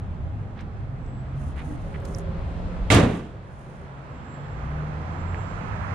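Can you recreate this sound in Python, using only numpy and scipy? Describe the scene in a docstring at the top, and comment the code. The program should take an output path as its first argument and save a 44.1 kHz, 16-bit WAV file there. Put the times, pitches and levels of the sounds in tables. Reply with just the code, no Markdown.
"""In a car park, a heavy steel car hood is dropped shut: latch, bounce and boom.
Struck modes ring under banded noise for the shivering sheet; latch and trim clatter and rattle.
Gliding tones make engines climbing in three stretches, and the narrow hums and thin whistles.
Noise bands make the deep rumble of wind at the microphones, the roar and hiss of traffic, a car
drawing near on the right, rustling cloth and small ticks. Loud sound pulls the gain down for a while."""
import sys
import numpy as np
from scipy import signal
from scipy.fft import irfft, next_fast_len
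from scipy.io import wavfile
from scipy.ndimage import uniform_filter1d

SR = 44100
rng = np.random.default_rng(int(sys.argv[2]) if len(sys.argv) > 2 else 0)


def pcm_store(signal):
    """Save signal as 16-bit PCM."""
    levels = np.round(np.clip(np.atleast_2d(signal), -1, 1) * 32767)
    wavfile.write(sys.argv[1], SR, levels.astype(np.int16).T)


N = 261954
TIME = np.arange(N) / SR
COARSE = TIME[::64]  # slower clock for levels that move gently


# hood meeting latch and bumpers, then bouncing: start_s, clatter_db, push_db, clatter_centre_hz
# (clatter_db and push_db are relative)
BLOWS = [(2.9021, -11, -18, 2280), (2.92, -23.5, -4, 6560), (2.923, -18, -39, 3570), (2.946, -27, -6, 8600),
         (2.954, -37, -12, 2180), (2.965, -19, -3, 3020), (3.158, -50, -17.5, 1200),
         (3.172, -45, -42, 7100)]
# ringing modes of the hood: pitch_hz, level_db (relative), t60_s
HOOD_MODES = [(62, 2, 0.16), (108, 11, 0.16), (176, -9, 0.94), (250, -15, 0.88), (294.8, -6, 0.66),
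              (367, -11, 0.37), (476, -12.5, 0.65), (506, -8, 0.25), (1030, -27, 0.42), (1172, -6, 0.36),
              (2080, -15, 0.18)]
# colour of the sheet's dense shiver: freq_hz, level_db (relative, per Hz)
SHEET_COLOUR = [(30, -12), (105, -3), (220, -4), (470, -10.5), (900, -19), (2200, -24), (3700, -29.5),
                (4300, -35.5), (6800, -40), (9000, -49), (15500, -77)]
# stereo tilt of the hood: freq_hz, left_minus_right_db
HOOD_BALANCE = [(200, 0.5), (700, -4.5), (2400, -4.5), (5400, -0.5), (8100, -17.5), (15000, -21)]
# stereo likeness of the shiver: freq_hz, likeness (-1 to 1)
HOOD_ALIKE = [(60, 0.93), (290, 1), (640, 0.48), (1400, 0.42), (3100, 0.44), (5500, 0.12), (12000, -0.6)]
SHEET_DB, RING_DB = -9, -10.5
HIGHS_DB, HIGHS_HOLD_S, HIGHS_FALL_DB_S = 4.5, 0.052, 94
FIRST_FALL_DB, FIRST_FALL_S = 7.5, 0.11  # extra early drop of the highs
LOWS_START_DB, LOWS_SWELL_S, LOWS_HOLD_S, LOWS_FALL_DB_S = -15.5, 0.076, 0.1, 123
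CLATTER_T60_S = 0.045
LATCH_PAN_DB = -9  # left minus right: the struck parts sit right of the sheet


def hood():
    """Blows ring the modes of the hood, latch and trim clatter, and the sheet shivers and rattles out."""
    size, start = SR * 3 // 5, BLOWS[0][0]
    t = TIME[:size]
    force = np.zeros(size)
    out = latch(t)
    for s, clatter_db, push_db, hz in BLOWS:
        force[int((s - start) * SR)] = undb(push_db)
        clatter = spread(band(hz, 0.6, size=size), 0.22, at_hz(HOOD_BALANCE, hz))
        envelope = fade(t - s + start, 0.00048, CLATTER_T60_S)
        out += 0.31 * undb(clatter_db) * pan(LATCH_PAN_DB) * clatter * envelope
    ring, shiver = hood_ring(force, t), sheet_shiver(t)
    first = SR // 10  # both layers are levelled on their first tenth of a second
    out += undb(RING_DB) * ring / ring[:, :first].std()
    out += undb(SHEET_DB) * shiver / shiver[:, :first].std()
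    i = int(start * SR)
    return np.pad(out, ((0, 0), (i, N - i - size)))


def hood_ring(force, t):
    """Each push sets off decaying sines, one for every mode, with alternating signs."""
    ring = 0
    for k, (hz, db, t60) in enumerate(HOOD_MODES):
        mode = (-1) ** k * undb(db - 60 * t / t60) * np.sin(2 * np.pi * hz * t)
        struck = signal.fftconvolve(force, mode)[:len(t)]
        ring = ring + struck * pan(at_hz(HOOD_BALANCE, hz))
    return ring


def sheet_shiver(t):
    """Dense bending of the sheet as noise bands: the highs hold and fall, the lows swell late."""
    lows_db = LOWS_START_DB * np.maximum(1 - t / LOWS_SWELL_S, 0)
    lows_db = lows_db - LOWS_FALL_DB_S * np.maximum(t - LOWS_SWELL_S - LOWS_HOLD_S, 0)
    since_hold = t - HIGHS_HOLD_S
    highs_db = HIGHS_DB - HIGHS_FALL_DB_S * np.maximum(since_hold, 0)
    highs_db = highs_db - FIRST_FALL_DB * np.clip(since_hold / FIRST_FALL_S, 0, 1)
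    highs_db = highs_db + walk(60)[:len(t)]  # loose parts rattle
    shiver = 0
    for hz in 35 * 2 ** np.arange(0, 8.8, 1 / 3):
        noise = spread(band(hz, .25, size=len(t)), at_hz(HOOD_ALIKE, hz), at_hz(HOOD_BALANCE, hz))
        # share of the highs' envelope: the treble dies soonest
        high = at_hz([(250, 0.24), (1500, 0.53), (4500, 0.87), (12000, 0.97)], hz)
        colour_db = at_hz(SHEET_COLOUR, hz) + 10 * np.log10(hz)  # per Hz to per band
        shiver = shiver + undb(colour_db + max(1 - high, 0) * lows_db + high * highs_db) * noise
    return shiver


# modes of latch and trim: pitch_hz, level_db (relative)
LATCH_MODES = [(1170, -5), (2085, -0.5), (2296, -9), (2740, -4), (3340, -2.5), (3750, -3.5), (6700, -2.5),
               (8900, -2.5)]
RATTLES, RATTLE_S = 70, .26  # how many random knocks, over how long
RATTLE_DB, RATTLE_FALL_DB_S = -28.5, 79.5  # softest first knock, and how fast knocks weaken
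LATCH_T60_S = 0.029


def latch(t):
    """Blows and random knocks of loose parts ring nearby latch modes, with random sign and slight detuning."""
    luck = rng.random((RATTLES, 3))
    late = RATTLE_S * luck[:, 0]
    knock_db = RATTLE_DB - RATTLE_FALL_DB_S * late + 9 * luck[:, 1]
    rattles = np.c_[late, knock_db, 900 * 4.5 ** luck[:, 2]]
    blows = [(s - BLOWS[0][0], db, hz) for s, db, _, hz in BLOWS]
    out, size = np.zeros((2, len(t))), SR // 16
    hz, db = np.transpose(LATCH_MODES)
    mode_pan = pan(at_hz(HOOD_BALANCE, hz))
    envelope = fade(t[:size], 0.00041, LATCH_T60_S)
    for s, hit_db, centre_hz in np.r_[blows, rattles]:
        strength = np.exp(-(np.log2(hz / centre_hz) / 0.36) ** 2) * undb(db + hit_db)
        chance = rng.standard_normal((2, len(hz)))
        detuned_hz = hz * (1 + 0.011 * chance[0])
        modes = np.sin(2 * np.pi * np.outer(detuned_hz, t[:size])) * envelope
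        i = int(s * SR)
        out[:, i:i + size] += (mode_pan * strength * np.sign(chance[1])) @ modes
    return out * pan(LATCH_PAN_DB)


# climbing stretches of engine tone, one list each; the first two may be one engine changing gear:
# time_s, firing_rate_hz, level_db (before overtones)
ENGINE_CLIMBS = [
    [(0, 104.9, -40.5), (.45, 101.2, -34.5), (0.698, 112.4, -64), (1.198, 131, -33.5), (1.84, 155.9, -40.5),
     (2.402, 171.8, -36), (2.88, 182.1, -36.5)],
    [(3.3, 130.6, -35), (4.096, 138.1, -40), (4.801, 151, -27.5), (5.201, 156.1, -37), (5.94, 163, -33)],
    [(4.5, 52.5, -37), (4.649, 62.34, -25.5), (4.849, 74.8, -32), (5.301, 88.7, -29), (5.94, 114.3, -34.5)],
]
# partials, one list per stretch: multiple of the firing rate, level_db (relative)
OVERTONES = [
    [(1, -1)],
    [(1, -4.5)],
    [(.5, -17.5), (1, -2), (2, -12.5)],
]


def engines():
    """Firing pulses as gliding tones, in three stretches that climb as engines gain speed."""
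    return sum(tone(glide, partials, 2.13, 6.6, 0.0031) for glide, partials in zip(ENGINE_CLIMBS, OVERTONES))


def tone(glide, partials, waver_db, waver_rate, wobble):
    """A gliding tone with overtones, unsteady in level and pitch."""
    s, hz, db = np.transpose(glide)
    unsteady_hz = np.interp(TIME, s, hz) * (1 + wobble * walk(12))
    turn = 2 * np.pi * np.cumsum(unsteady_hz) / SR
    wave = sum(undb(d + waver_db * walk(waver_rate)) * np.sin(k * turn) for k, d in partials)
    return np.sqrt(2) * wave * undb(np.interp(TIME, s, db)) * edges(s, .05)


# ticks, scuffs and one short low hum near 290 Hz: start_s, level_db (about the peak), centre_hz,
# width_octaves, t60_ms, left_minus_right_db
TICKS = [(0.552, -47, 1686, 1.06, 153, -2), (.606, -55, 5200, .8, 36, -5.5),
         (1.062, -61, 6000, 0.55, 25, -9), (1.553, -43, 1745, 0.89, 152, -5),
         (1.62, -36.5, 290, 0.13, 240, 0), (1.937, -40, 1404, 0.95, 78, -5),
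         (2.003, -57, 8500, 0.53, 9, -19.5), (2.021, -60, 11000, .4, 9, -18),
         (2.049, -46, 4060, 1.3, 49, -9), (2.148, -36.5, 5770, 0.2725, 10.6, -12),
         (2.159, -54, 11000, .4, 11, -23), (2.185, -40.5, 8000, 0.57, 19, -25),
         (2.196, -49, 5500, 0.73, 12, -18), (2.599, -48, 900, 0.89, 20, 8),
         (5.345, -34, 2060, 0.61, 12, -22)]
CLICK_MS = 19.7  # at this t60 click and noise are equally strong; shorter ticks click harder


def ticks():
    """Ragged bursts of banded noise with a click in front; long ones start slowly, the narrow low one hums."""
    out, size = np.zeros((2, N)), SR // 4
    t = TIME[:size]
    ragged = undb(2.5 * walk(260))
    for s, db, hz, octaves, t60_ms, pan_db in TICKS:
        i = int(s * SR)
        t60 = t60_ms / 1000
        shape = fade(t, 2.28 * t60 ** 2, t60)
        burst = spread(band(hz, octaves, size=size), 0.62, pan_db) * shape * ragged[i:i + size]
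        burst = unit(burst) * np.sqrt(np.mean(shape ** 2))
        late = t * hz * octaves - 1
        pulse = np.exp(-late ** 2 * np.pi) * np.sin(2 * np.pi * late / octaves)
        click = CLICK_MS / t60_ms * pulse * pan(pan_db)
        out[:, i:i + size] += undb(db) * (burst + click)
    return out


# strokes of cloth: middle_s, length_s, level_db (before grain and panning)
RUSTLE = [(1.448, 0.2, -64.5), (1.59, 0.081, -64.5), (1.69, 0.15, -63), (1.874, 0.27, -68.5),
          (2.128, 0.2, -61), (3.12, 0.2, -53), (3.652, 0.46, -65.5)]
# colour of the cloth: freq_hz, level_db (relative, per Hz)
RUSTLE_COLOUR = [(2000, -61), (3500, -19), (6600, -4), (7800, -11), (9000, -1.5), (11000, -15),
                 (15000, -25)]


def rustle():
    """Cloth rubbing as fine grainy noise, each stroke swelling once, mostly at the right microphone."""
    noise = shaped(lambda f: undb(at_hz(RUSTLE_COLOUR, f)))
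    gain = 0
    for middle, length, db in RUSTLE:
        gain = gain + undb(db) * np.sqrt(swell(middle - length / 2, middle + length / 2))
    grain = undb(1.46 * walk(120))
    return noise * gain * grain * undb([[-12], [5]])  # left, right dB


# thin unsteady whistles: start_s, end_s, pitch_hz, level_db (before wavering), left_minus_right_db
WHISTLE = [(.93, 1.36, 7725, -71.5, -6), (4.05, 4.65, 7608, -68.5, -7), (5.02, 5.72, 7583, -68.5, -12)]
# narrow sagging hums: start_s, end_s, start_hz, end_hz, width_hz, level_db (before wavering),
# left_minus_right_db
HUMS = [(0.0, 1.0, 808, 805, 21, -59.5, -8), (1.713, 2.954, 568, 516.8, 16, -50, -13.5),
        (1.747, 2.654, 410.6, 377.8, 21.3, -48, -3)]
WHISTLE_WIDTH_HZ = 10


def whistle():
    """Whistles and hums: sines wandering in pitch and level, each swelling once."""
    out = 0
    steady = [(s0, s1, hz, hz, WHISTLE_WIDTH_HZ, db, pan_db) for s0, s1, hz, db, pan_db in WHISTLE]
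    for s0, s1, hz0, hz1, width, db, pan_db in HUMS + steady:
        wandering_hz = np.interp(TIME, [s0, s1], [hz0, hz1]) + width / 2 * walk(60)
        turn = 2 * np.pi * np.cumsum(wandering_hz) / SR
        level = undb(db + 3.0 * walk(24) + 1.8 * walk(75)) * swell(s0, s1) ** 1.2
        out = out + level * pan(pan_db) * np.sqrt(2) * np.sin(turn)
    return out


# colour of the wind's deep rumble and, above it, the traffic: freq_hz, level_db (relative, per Hz)
WIND_AND_ROAD_COLOUR = [(20, -12), (80, -2.5), (160, -10.5), (260, -15.5), (340, -21), (580, -19),
                        (1410, -32), (3500, -42.5), (6300, -57), (9500, -62), (12000, -91.5)]
# stereo tilt of wind and traffic: freq_hz, left_minus_right_db
WIND_AND_ROAD_BALANCE = [(40, -1.5), (300, -1), (1290, 6), (4400, 0), (8100, -13)]
# stereo likeness of wind and traffic: freq_hz, likeness (-1 to 1)
WIND_AND_ROAD_ALIKE = [(30, 0.96), (65, 0.68), (130, 0.86), (290, 1), (640, 0.62), (1400, -0.029),
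                       (3100, 0.56), (6800, -0.52)]
# wandering of the wind's deep rumble: time_s, level_db (before its share)
WIND = [(0, 5.5), (.7, -2), (2.0, 8), (2.45, 13.5), (2.88, 14.5), (4.3, -19.5), (4.7, -9), (5.94, 2)]
# how much of that wandering a band takes: freq_hz, share (of the dB)
WIND_SHARE = [(40, 0.65), (130, 0.074)]
# offset before the traffic thickens: freq_hz, level_db
SWELL = [(130, 1.5), (500, -5.5), (1300, -6), (4000, -7)]
# colour of the car's tyres at the reference distance: freq_hz, level_db (relative, per Hz)
CAR_COLOUR = [(290, -35.5), (750, -16.5), (1300, -18), (2000, -27), (3500, -41.5), (6500, -45),
              (10000, -70)]
# stereo tilt of the car: freq_hz, left_minus_right_db
CAR_BALANCE = [(700, -15.5), (1290, -19), (2380, -20), (4400, -1), (8120, -15.5)]
SWELL_FROM_S, SWELL_TO_S = 0.86, 2.61  # the traffic thickens over this time
CAR_SPEED_M_S, CAR_CLOSEST_S = 29, 6.39  # it would be closest just after the sound ends
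CAR_KERB_M, CAR_REF_M = 16, 15
CAR_ALIKE = -0.61  # likeness of left and right, -1 to 1


def wind_and_road():
    """Flickering third-octave noise: wind rumble wanders, traffic thickens, a car grows by inverse distance."""
    wind_db = np.interp(COARSE, *np.transpose(WIND))
    thin = np.interp(COARSE, [SWELL_FROM_S, SWELL_TO_S], [1, 0])
    near = CAR_REF_M / np.hypot(CAR_SPEED_M_S * (COARSE - CAR_CLOSEST_S), CAR_KERB_M)
    out = np.zeros((2, N))
    for hz in 25 * 2 ** np.arange(0, 8.8, 1 / 3):
        flicker_db = np.interp(np.log(hz), np.log([60, 600]), [2.5, .8]) * walk(7.6, times=COARSE)
        flicker = np.sqrt(hz) * undb(flicker_db)  # the root turns level per Hz into level per band
        level_db = at_hz(WIND_AND_ROAD_COLOUR, hz) + at_hz(WIND_SHARE, hz) * wind_db
        level_db = level_db + at_hz(SWELL, hz) * thin
        level = np.interp(TIME, COARSE, undb(level_db) * flicker)
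        alike, balance_db = at_hz(WIND_AND_ROAD_ALIKE, hz), at_hz(WIND_AND_ROAD_BALANCE, hz)
        out += level * spread(band(hz, .25), alike, balance_db)
        if hz > CAR_COLOUR[0][0]:
            car = np.interp(TIME, COARSE, undb(at_hz(CAR_COLOUR, hz)) * near * flicker)
            out += car * spread(band(hz, .25), CAR_ALIKE, at_hz(CAR_BALANCE, hz))
    return out * undb(-56)


def undb(db):
    """Decibels to gain."""
    return 10 ** (np.asarray(db) / 20)


def unit(x):
    """Scale to rms 1."""
    return x / np.sqrt(np.mean(x ** 2))


def at_hz(table, hz):
    """Read a (Hz, value) table on a log-frequency axis."""
    f, v = np.transpose(table)
    return np.interp(np.log(hz), np.log(f), v)


def pan(left_minus_right_db):
    """Left and right gains, each taking half the difference."""
    return undb(left_minus_right_db * np.array([[.5], [-.5]]))


def shaped(gain, size=N):
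    """Two unrelated noises with the spectrum gain(Hz) and random phases, rms 1."""
    n = next_fast_len(size)
    weight = gain(np.maximum(np.arange(n // 2 + 1) * SR / n, 1))
    used = weight > weight.max() / 3000  # skip the weakest lines
    lines = np.zeros((2, len(weight)), complex)
    lines[:, used] = weight[used] * np.exp(2j * np.pi * rng.random((2, used.sum())))
    return unit(irfft(lines, n)[:, :size])


def band(hz, octaves, size=N):
    """Noise in a bell-shaped band."""
    return shaped(lambda f: np.exp(-(np.log2(f / hz) / octaves) ** 2), size=size)


def spread(pair, alike, balance_db):
    """Mid and side weighted for the likeness of left and right, then tilted."""
    c = np.clip(alike, -.98, .98)
    mid = np.sqrt((1 + c) / 2) * pair[0]
    side = np.sqrt((1 - c) / 2) * pair[1]
    return np.array([mid + side, mid - side]) * pan(balance_db)


def walk(rate, times=TIME):
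    """Random levels joined smoothly, rate a second; rms 1."""
    knots = rng.standard_normal(int(rate * N / SR) + 3)
    k, part = np.divmod(times * rate, 1)
    k = k.astype(int)
    ease = np.sin(np.pi / 2 * part) ** 2
    return unit(knots[k] * (1 - ease) + knots[k + 1] * ease)


def fade(t, rise, t60):
    """Swell for rise seconds, then die away by 60 dB in t60 seconds."""
    t = np.maximum(t, 0)
    attack = np.sin(np.pi / 2 * np.minimum(t / rise, 1))
    return attack * undb(-60 * np.maximum(t - rise, 0) / t60)


def edges(s, soft):
    """Gain that is open from the first time to the last, with ramps of soft seconds outside."""
    return np.clip(np.minimum(TIME - s[0] + soft, s[-1] + soft - TIME) / soft, 0, 1)


def swell(s0, s1):
    """One smooth rise and fall between two times."""
    return np.sin(np.pi * np.clip((TIME - s0) / (s1 - s0), 0, 1))


DUCK_OVER_DB, DUCK_SHARE = -24, 0.72  # threshold, and dB of cut per dB above it
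DUCK_ATTACK_S, DUCK_RELEASE_DB_S = 0.14, 5.5


def gain_control(x):
    """Loud sound pulls the gain down quickly; it creeps back at a steady rate."""
    power = uniform_filter1d(np.mean(x ** 2, axis=0), SR // 50)[::64]
    level_db = 10 * np.log10(np.abs(power) + 1e-12)
    wanted = DUCK_SHARE * np.maximum(level_db - DUCK_OVER_DB, 0)
    step, cut_db, now = COARSE[1], [], 0
    for want in wanted:
        if want > now:
            now = now + (want - now) * step / DUCK_ATTACK_S
        else:
            now = max(now - DUCK_RELEASE_DB_S * step, want)
        cut_db.append(now)
    return x * undb(-np.interp(TIME, COARSE, cut_db))


def scene():
    """Everything at the two microphones."""
    return hood() + engines() + ticks() + rustle() + whistle() + wind_and_road()


TOP_HZ = 15350


def record(dry):
    """The gain ducks under the bang, the loudest peaks are rounded and the top is cut."""
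    rounded = np.tanh(0.76 * gain_control(dry)) / 0.84
    low_pass = signal.ellip(8, .2, 70, TOP_HZ, fs=SR, output="sos")
    return signal.sosfilt(low_pass, rounded)


dry = scene()
out = record(dry)
pcm_store(out)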